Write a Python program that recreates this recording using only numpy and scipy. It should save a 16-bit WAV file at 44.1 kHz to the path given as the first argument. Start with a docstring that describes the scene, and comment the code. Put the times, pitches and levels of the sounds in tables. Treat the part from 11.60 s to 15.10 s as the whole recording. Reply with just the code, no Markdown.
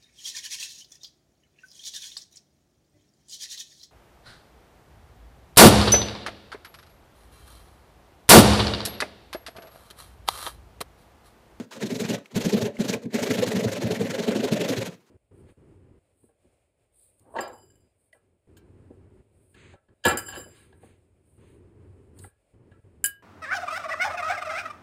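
"""Hand saw on a door trim, close

A short hand saw lies flat on an offcut and is worked to and fro through the foot of a painted door trim.
Each stroke rasps, as noise in bands with ringing snags, and sets trim and offcut thrumming, as wavering
tones over a low rumble. The work breaks off briefly at times; the blade drags, short ticks stand out and
the offcut thuds.
A small hard room of decaying echoes, a faint floor of coloured noise, one microphone close by.
"""
import sys
import numpy as np
from scipy import signal
from scipy.fft import rfft, irfft, next_fast_len
from scipy.io import wavfile
from scipy.ndimage import uniform_filter1d

SR = 44100
rng = np.random.default_rng(int(sys.argv[2]) if len(sys.argv) > 2 else 0)


def generate_wav(sig):
    """Save sig (samples, or channels by samples) to the path in sys.argv[1] as 16-bit PCM at SR."""
    pcm = np.round(np.clip(np.atleast_2d(sig).T, -1, 1) * 32767).astype(np.int16)
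    wavfile.write(sys.argv[1], SR, pcm)


N = 154350

# Saw strokes, with a few light drags and knocks in the pauses: [middle t/s, length/s, rasp level/dB,
# rasp treble/dB, low thrum lag/s, low thrum level/dB, low thrum f/Hz, upper thrum level/dB, upper thrum f/Hz]
STROKES = [(0.005, 0.03, -49, -7, -0.0076, -29.5, 243, -41.5, 442),
           (0.13, 0.025, -45, -1, 0.011, -59, 228, -52, 637),
           (0.17, 0.033, -49.5, -3.5, 0.005, -43.5, 232, -44.5, 533),
           (0.226, 0.032, -36, -3.5, 0.014, -24.5, 246.6, -31.5, 450.3),
           (0.266, 0.021, -41, 4, 0.0021, -34, 255.4, -47, 419),
           (0.315, 0.033, -39, -1.5, 0.014, -26.5, 248.7, -32, 429.4),
           (0.358, 0.026, -39, 0.5, 0.0029, -34, 250, -37, 427.6),
           (0.408, 0.028, -34.5, 1.5, 0.0076, -28, 216, -29.8, 421),
           (0.45, 0.034, -37.5, -5, -0.0012, -30, 161.2, -38.5, 443),
           (0.502, 0.03, -32.5, -1, 0.0031, -22.5, 261.6, -29, 433.7),
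           (0.543, 0.028, -34, -3.5, -0.003, -29.5, 212, -29.5, 545),
           (0.719, 0.027, -55.5, -7, 0.025, -41, 179.7, -56, 430),
           (0.77, 0.028, -31, -1, 0.00026, -20, 227.6, -33.5, 438),
           (0.815, 0.027, -35, -1, -0.0082, -35, 224, -34.5, 475),
           (0.856, 0.028, -32.5, 0, 0.0068, -20.5, 181.5, -31, 467),
           (0.898, 0.029, -34.5, -1, 0.008, -57, 186, -32, 414.5),
           (0.938, 0.022, -33, 3.5, 0.0094, -16.5, 196.5, -25, 423),
           (0.977, 0.031, -34, -3.5, 0.0079, -37, 181, -28.5, 458),
           (1.022, 0.024, -33.5, 1.5, 0.0058, -27.5, 128.8, -26.5, 395.4),
           (1.061, 0.028, -35.5, -2.5, 0.004, -31.5, 214.6, -28, 397.2),
           (1.09, 0.031, -56, -13, 0.004, -51, 263, -39, 588),
           (1.159, 0.039, -58, -7, -0.0045, -50, 230, -50, 572),
           (1.212, 0.031, -36.5, -1.7, -0.0077, -23.5, 203.6, -30.5, 408.4),
           (1.253, 0.027, -38, -1, 0.0037, -31.5, 214.4, -35, 521),
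           (1.297, 0.029, -32, 0.5, -0.00069, -27, 217.2, -31.5, 482),
           (1.338, 0.021, -31, -3, 0.011, -29.5, 241.7, -27.5, 435.6),
           (1.435, 0.021, -56, 5, 0.052, -50, 227, -44, 455),
           (1.458, 0.013, -57, 0, 0.0032, -29, 228.6, -43, 420),
           (1.515, 0.019, -55, -4, 0.033, -48, 204, -68, 490),
           (1.554, 0.031, -33, 0, -0.00044, -24.5, 220.6, -28, 411),
           (1.595, 0.03, -35, -1.5, 0.029, -29, 226.5, -30.5, 572),
           (1.635, 0.023, -31, 1, -0.018, -55, 220, -29, 409),
           (1.671, 0.031, -34, -5.5, 0.034, -28.5, 235.2, -30.5, 372),
           (1.712, 0.025, -30, -1.5, -0.00084, -23, 240.9, -28, 427),
           (1.748, 0.026, -33, -1.5, 0.014, -34, 212, -31.5, 502),
           (1.789, 0.028, -31.5, -2.5, 0.0018, -23.5, 214, -30, 413),
           (1.832, 0.025, -30.5, -3, 0.012, -35, 224, -23, 500),
           (1.879, 0.028, -31, -1, 0.00082, -25, 226, -37, 510),
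           (1.922, 0.03, -35.5, 0, 0.028, -27.5, 227.5, -26.5, 425.4),
           (1.966, 0.026, -31, -3.5, 0.0042, -20, 219, -35, 417.4),
           (2.003, 0.03, -34.5, -6.5, 0.023, -31, 210, -27, 482.4),
           (2.045, 0.023, -35, 2.5, 0.016, -22.5, 145.6, -25.5, 450),
           (2.087, 0.031, -36.5, -5.5, 0.016, -46, 157, -32, 552.6),
           (2.128, 0.023, -35, 1, 0.011, -30, 213, -33, 514.5),
           (2.168, 0.03, -37, -4.5, 0.021, -32.5, 243, -33, 583),
           (2.227, 0.031, -35.5, -3, 0.02, -24, 140, -28.5, 348),
           (2.272, 0.037, -39.5, -5, -0.0028, -30.5, 227.5, -32, 560),
           (2.316, 0.021, -34.5, -1, 0.0014, -28, 175.3, -24, 437.6),
           (2.357, 0.033, -36.5, -3, 0.016, -37, 216.7, -32, 522.5),
           (2.415, 0.036, -38.5, -1, -0.0045, -23, 215, -26, 449),
           (2.465, 0.042, -39.5, -5.5, -0.02, -25, 205.4, -31.5, 504.3),
           (2.509, 0.023, -34.5, -3.9, -0.0058, -28.5, 175, -37.5, 449),
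           (2.55, 0.028, -36, -6.0, 0.0095, -37, 227.0, -29.5, 539),
           (2.596, 0.025, -34, -4, 0.009, -29.5, 175, -25.5, 415.3),
           (2.637, 0.034, -37, -6, -0.0013, -42, 175, -32.5, 474),
           (2.684, 0.023, -34, -2, 0.0058, -25, 218.4, -24, 431),
           (2.719, 0.029, -35.0, -9.5, 0.004, -31.5, 242, -31, 518.5),
           (2.763, 0.025, -34, -2.5, 0.0035, -25, 260.3, -26, 372.7),
           (2.802, 0.029, -37.5, -7, -0.0048, -28.5, 252.7, -37, 382),
           (2.845, 0.026, -32.5, -2.5, 0.0027, -31, 208.3, -22, 420),
           (2.884, 0.021, -34.5, -10, -0.011, -49, 245, -33, 526.5),
           (2.93, 0.026, -32, -1.5, -0.00085, -17.5, 221.2, -25, 413.3),
           (2.97, 0.025, -35, -7.5, 0.009, -32, 222, -30.5, 569),
           (3.013, 0.024, -30.5, -5, 0.0015, -29, 278.3, -25, 430.2),
           (3.052, 0.025, -33.5, -7, -0.003, -33, 225.5, -29.5, 582),
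           (3.095, 0.025, -31.5, -2, 0.015, -24.5, 281.5, -27, 497.5),
           (3.13, 0.028, -33.5, -6.5, 0.0096, -42, 294, -29.5, 531),
           (3.177, 0.026, -32.5, -0.5, 0.0049, -28, 135.7, -33, 403),
           (3.22, 0.025, -34, -3.5, 0.0066, -35, 166.5, -32, 523),
           (3.266, 0.029, -37, -1.5, 0.018, -35.5, 163, -40.5, 520),
           (3.331, 0.028, -54, -5, 0.013, -51, 176, -52, 479)]
# Teeth tearing wood, relative spectrum: [f/Hz, level per Hz/dB]
RASP_SPECTRUM = [(470, -10.5), (800, 0.5), (1080, -5), (1210, -8), (1530, -2), (1910, -2), (3300, -6),
                 (4120, -5), (4910, -10.5), (6780, -9.5), (8800, -18.5), (12800, -20), (15600, -28.5)]
# The rasp's loudest region moves as the cut deepens: [t/s, f/Hz, lift/dB]
BITE = [(0, 2430, 2), (1.3, 2400, 8), (1.65, 1720, 9.5), (2.2, 1800, 5), (2.75, 2660, 4), (3.5, 2900, -0.5)]
# Rumble of trim and offcut, relative spectrum: [f/Hz, level per Hz/dB]
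WOOD_SPECTRUM = [(18, -68), (30, -70.5), (122, -2), (177, -3), (216, 2.5), (333, -10), (427, -1), (461, -3),
                 (647, -5.5), (755, -17.5), (1200, -27.5), (1560, -86), (2640, -120)]
# The blade drags, mostly between strokes: [start t/s, length/s, level/dB]
SLIDES = [(0.108, 0.078, -46.5), (0.579, 0.02, -49), (0.712, 0.03, -57), (0.643, 0.054, -61.5),
          (1.355, 0.025, -49), (1.418, 0.018, -55), (3.295, 0.068, -55), (0.02, 0.04, -54),
          (1.143, 0.16, -61), (3.40, .035, -67), (3.463, .045, -65)]
# Dragging blade, relative spectrum: [f/Hz, level per Hz/dB]
SLIDE_SPECTRUM = [(150, -27), (300, -7), (600, -7), (1000, 1), (2540, -11), (6700, -11), (15600, -29)]
# Ticks of the blade, and teeth catching under strokes: [t/s, level/dB, f/Hz]
TICKS = [(.657, -43, 2270), (1.167, -45.5, 2100), (1.170, -50, 2868), (1.338, -29.5, 2308),
         (1.627, -31.5, 1570), (1.708, -29, 1960), (1.823, -29, 2030), (1.837, -37, 7200),
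         (1.916, -28, 1966)]
# The offcut thuds on the floor: [t/s, level/dB]
THUDS = [(0.754, -32), (0.842, -37), (1.189, -36)]
# Room noise, relative spectrum: [f/Hz, level per Hz/dB]
FLOOR_SPECTRUM = [(24, -48), (40, -38), (142, 0), (422, 2), (568, -8.5), (4340, -18), (8270, -25),
                  (15000, -25)]

# Rasp: bell spread as a share of stroke length, narrowed before the middle, and a dying tail
RASP_SKIRT, RASP_RISE_SHARE, RASP_TAIL_S, RASP_TAIL_DB = 0.43, 0.95, 0.018, -33
TREBLE_FROM_HZ, TREBLE_MEAN_DB, TREBLE_OCTAVES = 3020, -5, 0.19  # place, zero and width of the treble step
BITE_OCTAVES = 0.12  # width of the lift
PATCHY_DB, PATCHES_PER_S = 2, 33.6  # the colour of the rasp flickers band by band
TEARS_PER_S, TEAR_SPREAD_DB, TEAR_SHARE = 2500, 3, 0.45
TEAR_TOP = 2.9  # largest tear or snag, in spreads
CATCHES_PER_S, CATCH_DB = 90, -12.5
CATCH_LOW_HZ, CATCH_HIGH_HZ, CATCH_CYCLES = 1480, 7570, 9.9  # cycles to fall 60 dB

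# Thrum: wood starts more sharply than it dies
SPLIT_HZ, WOOD_RISE_SHARE = 296, 0.64  # the rumble is split between low and upper thrum
LOW_SKIRT_S, LOW_TAIL_S, LOW_WANDER_HZ, LOW_RUMBLE_DB = 0.0077, 0.006, 26.6, -6
UPPER_SKIRT_S, UPPER_TAIL_S, UPPER_WANDER_HZ, UPPER_RUMBLE_DB = 0.0095, 0.03, 22.5, -6.5
UPPER_LAG_S = -0.00098
WANDER_RATE_HZ, FLUTTER_DB = 66.4, 1.5  # pitch wander; unevenness within a stroke
RUMBLE_EVEN_S = 0.0197  # span over which the rumble is evened out

SLIDE_FADE_DB, SLIDE_EDGE_S = -4, 0.0032
TICK_PEAK_S, TICK_WIDTH_HZ, TICK_CRACK_DB = 0.0024, 370, -22
THUD_HZ, THUD_T60_S = 52, 0.054
ROOM_T60_S, ROOM_DB, WALL_CUT_HZ = 0.25, -17, 3200
FLOOR_DB, FLOOR_SWAY_DB = -66.5, 1.5
LOW_CUT_HZ, TOP_CUT_HZ = 90.5, 16050  # a high-pass thins everything but the thuds below the first


def rasp():
    """Tears under each stroke in half-octave bands; treble, bite and flicker set the gain of each band."""
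    power, treble = np.full(N, 1e-18), np.zeros(N)
    for middle, length, db, treble_db, *_ in STROKES:
        i, shape = swell(middle, RASP_SKIRT * length, RASP_TAIL_S, RASP_TAIL_DB, RASP_RISE_SHARE)
        stroke_power = (from_db(db) * shape) ** 2
        power[i] += stroke_power
        treble[i] += stroke_power * (treble_db - TREBLE_MEAN_DB)
    tilt_db = treble / power  # overlapping strokes share the treble by power

    bite_t, *columns = np.transpose(BITE)
    bite_hz, lift_db = (np.interp(np.arange(N) / SR, bite_t, column) for column in columns)
    spectrum = rfft(coloured(tears(), RASP_SPECTRUM))
    octave = np.log2(np.arange(N // 2 + 1) * SR / N + 1)
    out = 0
    for centre in np.arange(8.5, 14.5, .5):
        band = irfft(spectrum * np.clip(1 - 2 * abs(octave - centre), 0, 1), N)
        # half the tilt above the treble step, half the opposite way below it
        db = tilt_db * np.tanh((centre - np.log2(TREBLE_FROM_HZ)) / TREBLE_OCTAVES) / 2
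        db = db + lift_db * np.exp(-((centre - np.log2(bite_hz)) / BITE_OCTAVES) ** 2 / 2)
        out = out + band * from_db(db + PATCHY_DB * drift(PATCHES_PER_S))
    return np.sqrt(power) * (out + from_db(CATCH_DB) * catches())


def tears():
    """Dense uneven tears of fibre over friction hiss."""
    sizes = uneven_sizes() * rng.choice([-1, 1], N)
    torn = rms_one(sizes * (rng.random(N) < TEARS_PER_S / SR))
    return TEAR_SHARE * torn + (1 - TEAR_SHARE) * rng.standard_normal(N)


def catches():
    """Single teeth snag unevenly, each ringing the blade a few cycles at one of eight pitches."""
    snags = uneven_sizes() * (rng.random(N) < CATCHES_PER_S / SR)
    dealt = rng.integers(0, 8, N)
    pitches = np.geomspace(CATCH_LOW_HZ, CATCH_HIGH_HZ, 8)
    return rms_one(sum(ring(snags * (dealt == k), hz, CATCH_CYCLES / hz) for k, hz in enumerate(pitches)))


def wood():
    """Low and upper thrum of trim and offcut, each with its part of one rumble."""
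    middle, _, _, _, lag, low_db, low_hz, upper_db, upper_hz = np.transpose(STROKES)
    rumble = coloured(rng.standard_normal(N), WOOD_SPECTRUM)
    low = thrum(np.transpose([middle + lag, low_db, low_hz]), LOW_SKIRT_S, LOW_TAIL_S, LOW_WANDER_HZ,
                butter(rumble, SPLIT_HZ, "low"), LOW_RUMBLE_DB)
    upper = thrum(np.transpose([middle + UPPER_LAG_S, upper_db, upper_hz]), UPPER_SKIRT_S, UPPER_TAIL_S,
                  UPPER_WANDER_HZ, butter(rumble, SPLIT_HZ, "high"), UPPER_RUMBLE_DB)
    return low + upper


def thrum(strokes, skirt, tail, wander_hz, rumble, rumble_db):
    """Each row (s, dB, Hz) shakes the wood at a wandering pitch, with rumble under it."""
    tone, power = np.zeros(N), np.zeros(N)
    wander = wander_hz * drift(WANDER_RATE_HZ)
    for (s, db, hz), phase in zip(strokes, rng.random(len(strokes))):
        i, shape = swell(s, skirt, tail, -18.5, WOOD_RISE_SHARE)
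        cycles = phase + np.cumsum(hz + wander[i]) / SR
        tone[i] += from_db(db) * shape * np.sqrt(2) * np.sin(2 * np.pi * cycles)
        # the rumble swells wider than the tone
        _, wide = swell(s, 2.33 * skirt, tail, -2.5, WOOD_RISE_SHARE)
        power[i] += (from_db(db) * wide) ** 2
    local_power = uniform_filter1d(rumble ** 2, int(RUMBLE_EVEN_S * SR))
    even = rms_one(rumble / (local_power + 1e-4) ** 0.4)
    fluttered = tone * from_db(FLUTTER_DB * drift(2 * WANDER_RATE_HZ))
    return fluttered + from_db(rumble_db) * np.sqrt(power) * even


def slides():
    """The dragging blade: coloured tears that start and stop abruptly and fade on the way."""
    t, gain = np.arange(N) / SR, 0
    for s, length, db in SLIDES:
        # the stop takes four times as long as the start
        edges = np.clip(np.minimum(t - s, (s + length - t) / 4) / SLIDE_EDGE_S, 0, 1)
        gain = gain + edges * from_db(db + SLIDE_FADE_DB * np.clip((t - s) / length, 0, 1))
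    return gain * coloured(tears(), SLIDE_SPECTRUM)


def ticks():
    """A brief dry scratch: a tone, noise through one broad resonance and a little crack."""
    t, out, noise = np.arange(N) / SR, 0, rng.standard_normal(N)
    for s, db, hz in TICKS:
        late = np.maximum(t - s, 0) / TICK_PEAK_S
        shape = np.e ** 2 * late ** 2 * np.exp(-2 * late)  # height 1 at late = 1
        tone = np.sin(2 * np.pi * hz * t) + 0.87 * rms_one(resonance(noise, hz, TICK_WIDTH_HZ))
        out = out + from_db(db) * shape * (tone + from_db(TICK_CRACK_DB) * noise)
    return out


def thuds():
    """Each knock of the offcut sets one low, short mode of the floor ringing."""
    clicks = np.zeros(N)
    for s, db in THUDS:
        clicks[int(s * SR)] = from_db(db)
    return ring(clicks, THUD_HZ, THUD_T60_S)


def room(x):
    """Dense decaying echoes after 6 ms, dulled by the walls."""
    t = np.arange(int(.5 * SR)) / SR
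    echoes = rng.standard_normal(len(t)) * from_db(-60 * t / ROOM_T60_S) * (t > .006)
    echoes = signal.lfilter([1], [1, -np.exp(-2 * np.pi * WALL_CUT_HZ / SR)], echoes)
    return from_db(ROOM_DB) * signal.fftconvolve(x, echoes / np.sqrt(np.sum(echoes ** 2)))[:N]


def room_noise():
    """Faint coloured noise whose level sways slowly."""
    level = from_db(FLOOR_DB + FLOOR_SWAY_DB * drift(2.9))
    return level * coloured(rng.standard_normal(N), FLOOR_SPECTRUM)


def swell(middle, skirt, tail, tail_db, rise):
    """A bell around the middle of a stroke that leaves a dying tail; returns (samples, shape)."""
    i = np.arange(max(int((middle - .06) * SR), 0), min(int((middle + .2) * SR), N))
    t = i / SR - middle
    bell = np.exp(-(t / (skirt * np.where(t < 0, rise, 1))) ** 2 / 2)
    return i, np.hypot(bell, from_db(tail_db) * np.where(t < 0, bell, np.exp(-t / tail)))


def uneven_sizes():
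    """Chance sizes, exponential in dB up to a limit."""
    return from_db(TEAR_SPREAD_DB * np.minimum(rng.exponential(1, N), TEAR_TOP))


def ring(clicks, hz, t60):
    """A unit click sets a decaying sine of starting height 1 ringing."""
    r, w = from_db(-60 / (t60 * SR)), 2 * np.pi * hz / SR
    return signal.lfilter([0, np.sin(w)], [1, -2 * r * np.cos(w), r * r], clicks + 1e-18)


def resonance(x, hz, width):
    """Two-pole peak with gain 1 on top."""
    r = np.exp(-np.pi * width / SR)
    poles = [1, -2 * r * np.cos(2 * np.pi * hz / SR), r * r]
    return signal.lfilter(np.array([1, 0, -1]) * (1 - r * r) / 2, poles, x)


def coloured(x, spectrum):
    """Gives x the spectrum of a (Hz, dB) table with minimum phase, so nothing sounds early; rms 1."""
    size = next_fast_len(2 * N)
    size += size % 2
    hz, db = np.transpose(spectrum)
    bins_hz = np.arange(size // 2 + 1) * SR / size
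    cepstrum = irfft(np.log(10) / 20 * np.interp(np.log(bins_hz + 1), np.log(hz), db), size)
    cepstrum[1:size // 2] *= 2  # folded onto positive time
    cepstrum[size // 2 + 1:] = 0
    return rms_one(irfft(rfft(x, size) * np.exp(rfft(cepstrum)), size)[:N])


def butter(x, hz, kind):
    """Fourth-order low- or high-pass."""
    return signal.sosfilt(signal.butter(4, hz, kind, fs=SR, output="sos"), x)


def drift(rate):
    """Slow chance of rms 1: noise through two equal low-pass poles at rate Hz."""
    r = np.exp(-2 * np.pi * rate / SR)
    # the first second, where the filter settles, is left out
    return rms_one(signal.lfilter([1], [1, -2 * r, r * r], rng.standard_normal(N + SR))[SR:])


def from_db(db):
    """Decibels to gain."""
    return 10 ** (np.asarray(db) / 20)


def rms_one(x):
    """Scaled to rms 1."""
    return x / np.sqrt(np.mean(x ** 2) + 1e-20)


def scene():
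    """Saw and wood in the room, ticks dry, over room noise; thuds come through the floor."""
    near = rasp() + slides() + wood()
    airborne = near + room(near) + ticks() + room_noise()
    return (butter(airborne, LOW_CUT_HZ, "high") + thuds())[None]


def record(dry):
    """The microphone signal: a steep low-pass cuts the top."""
    return signal.sosfilt(signal.cheby2(20, 70, TOP_CUT_HZ, fs=SR, output="sos"), dry)


dry = scene()
out = record(dry)
generate_wav(out)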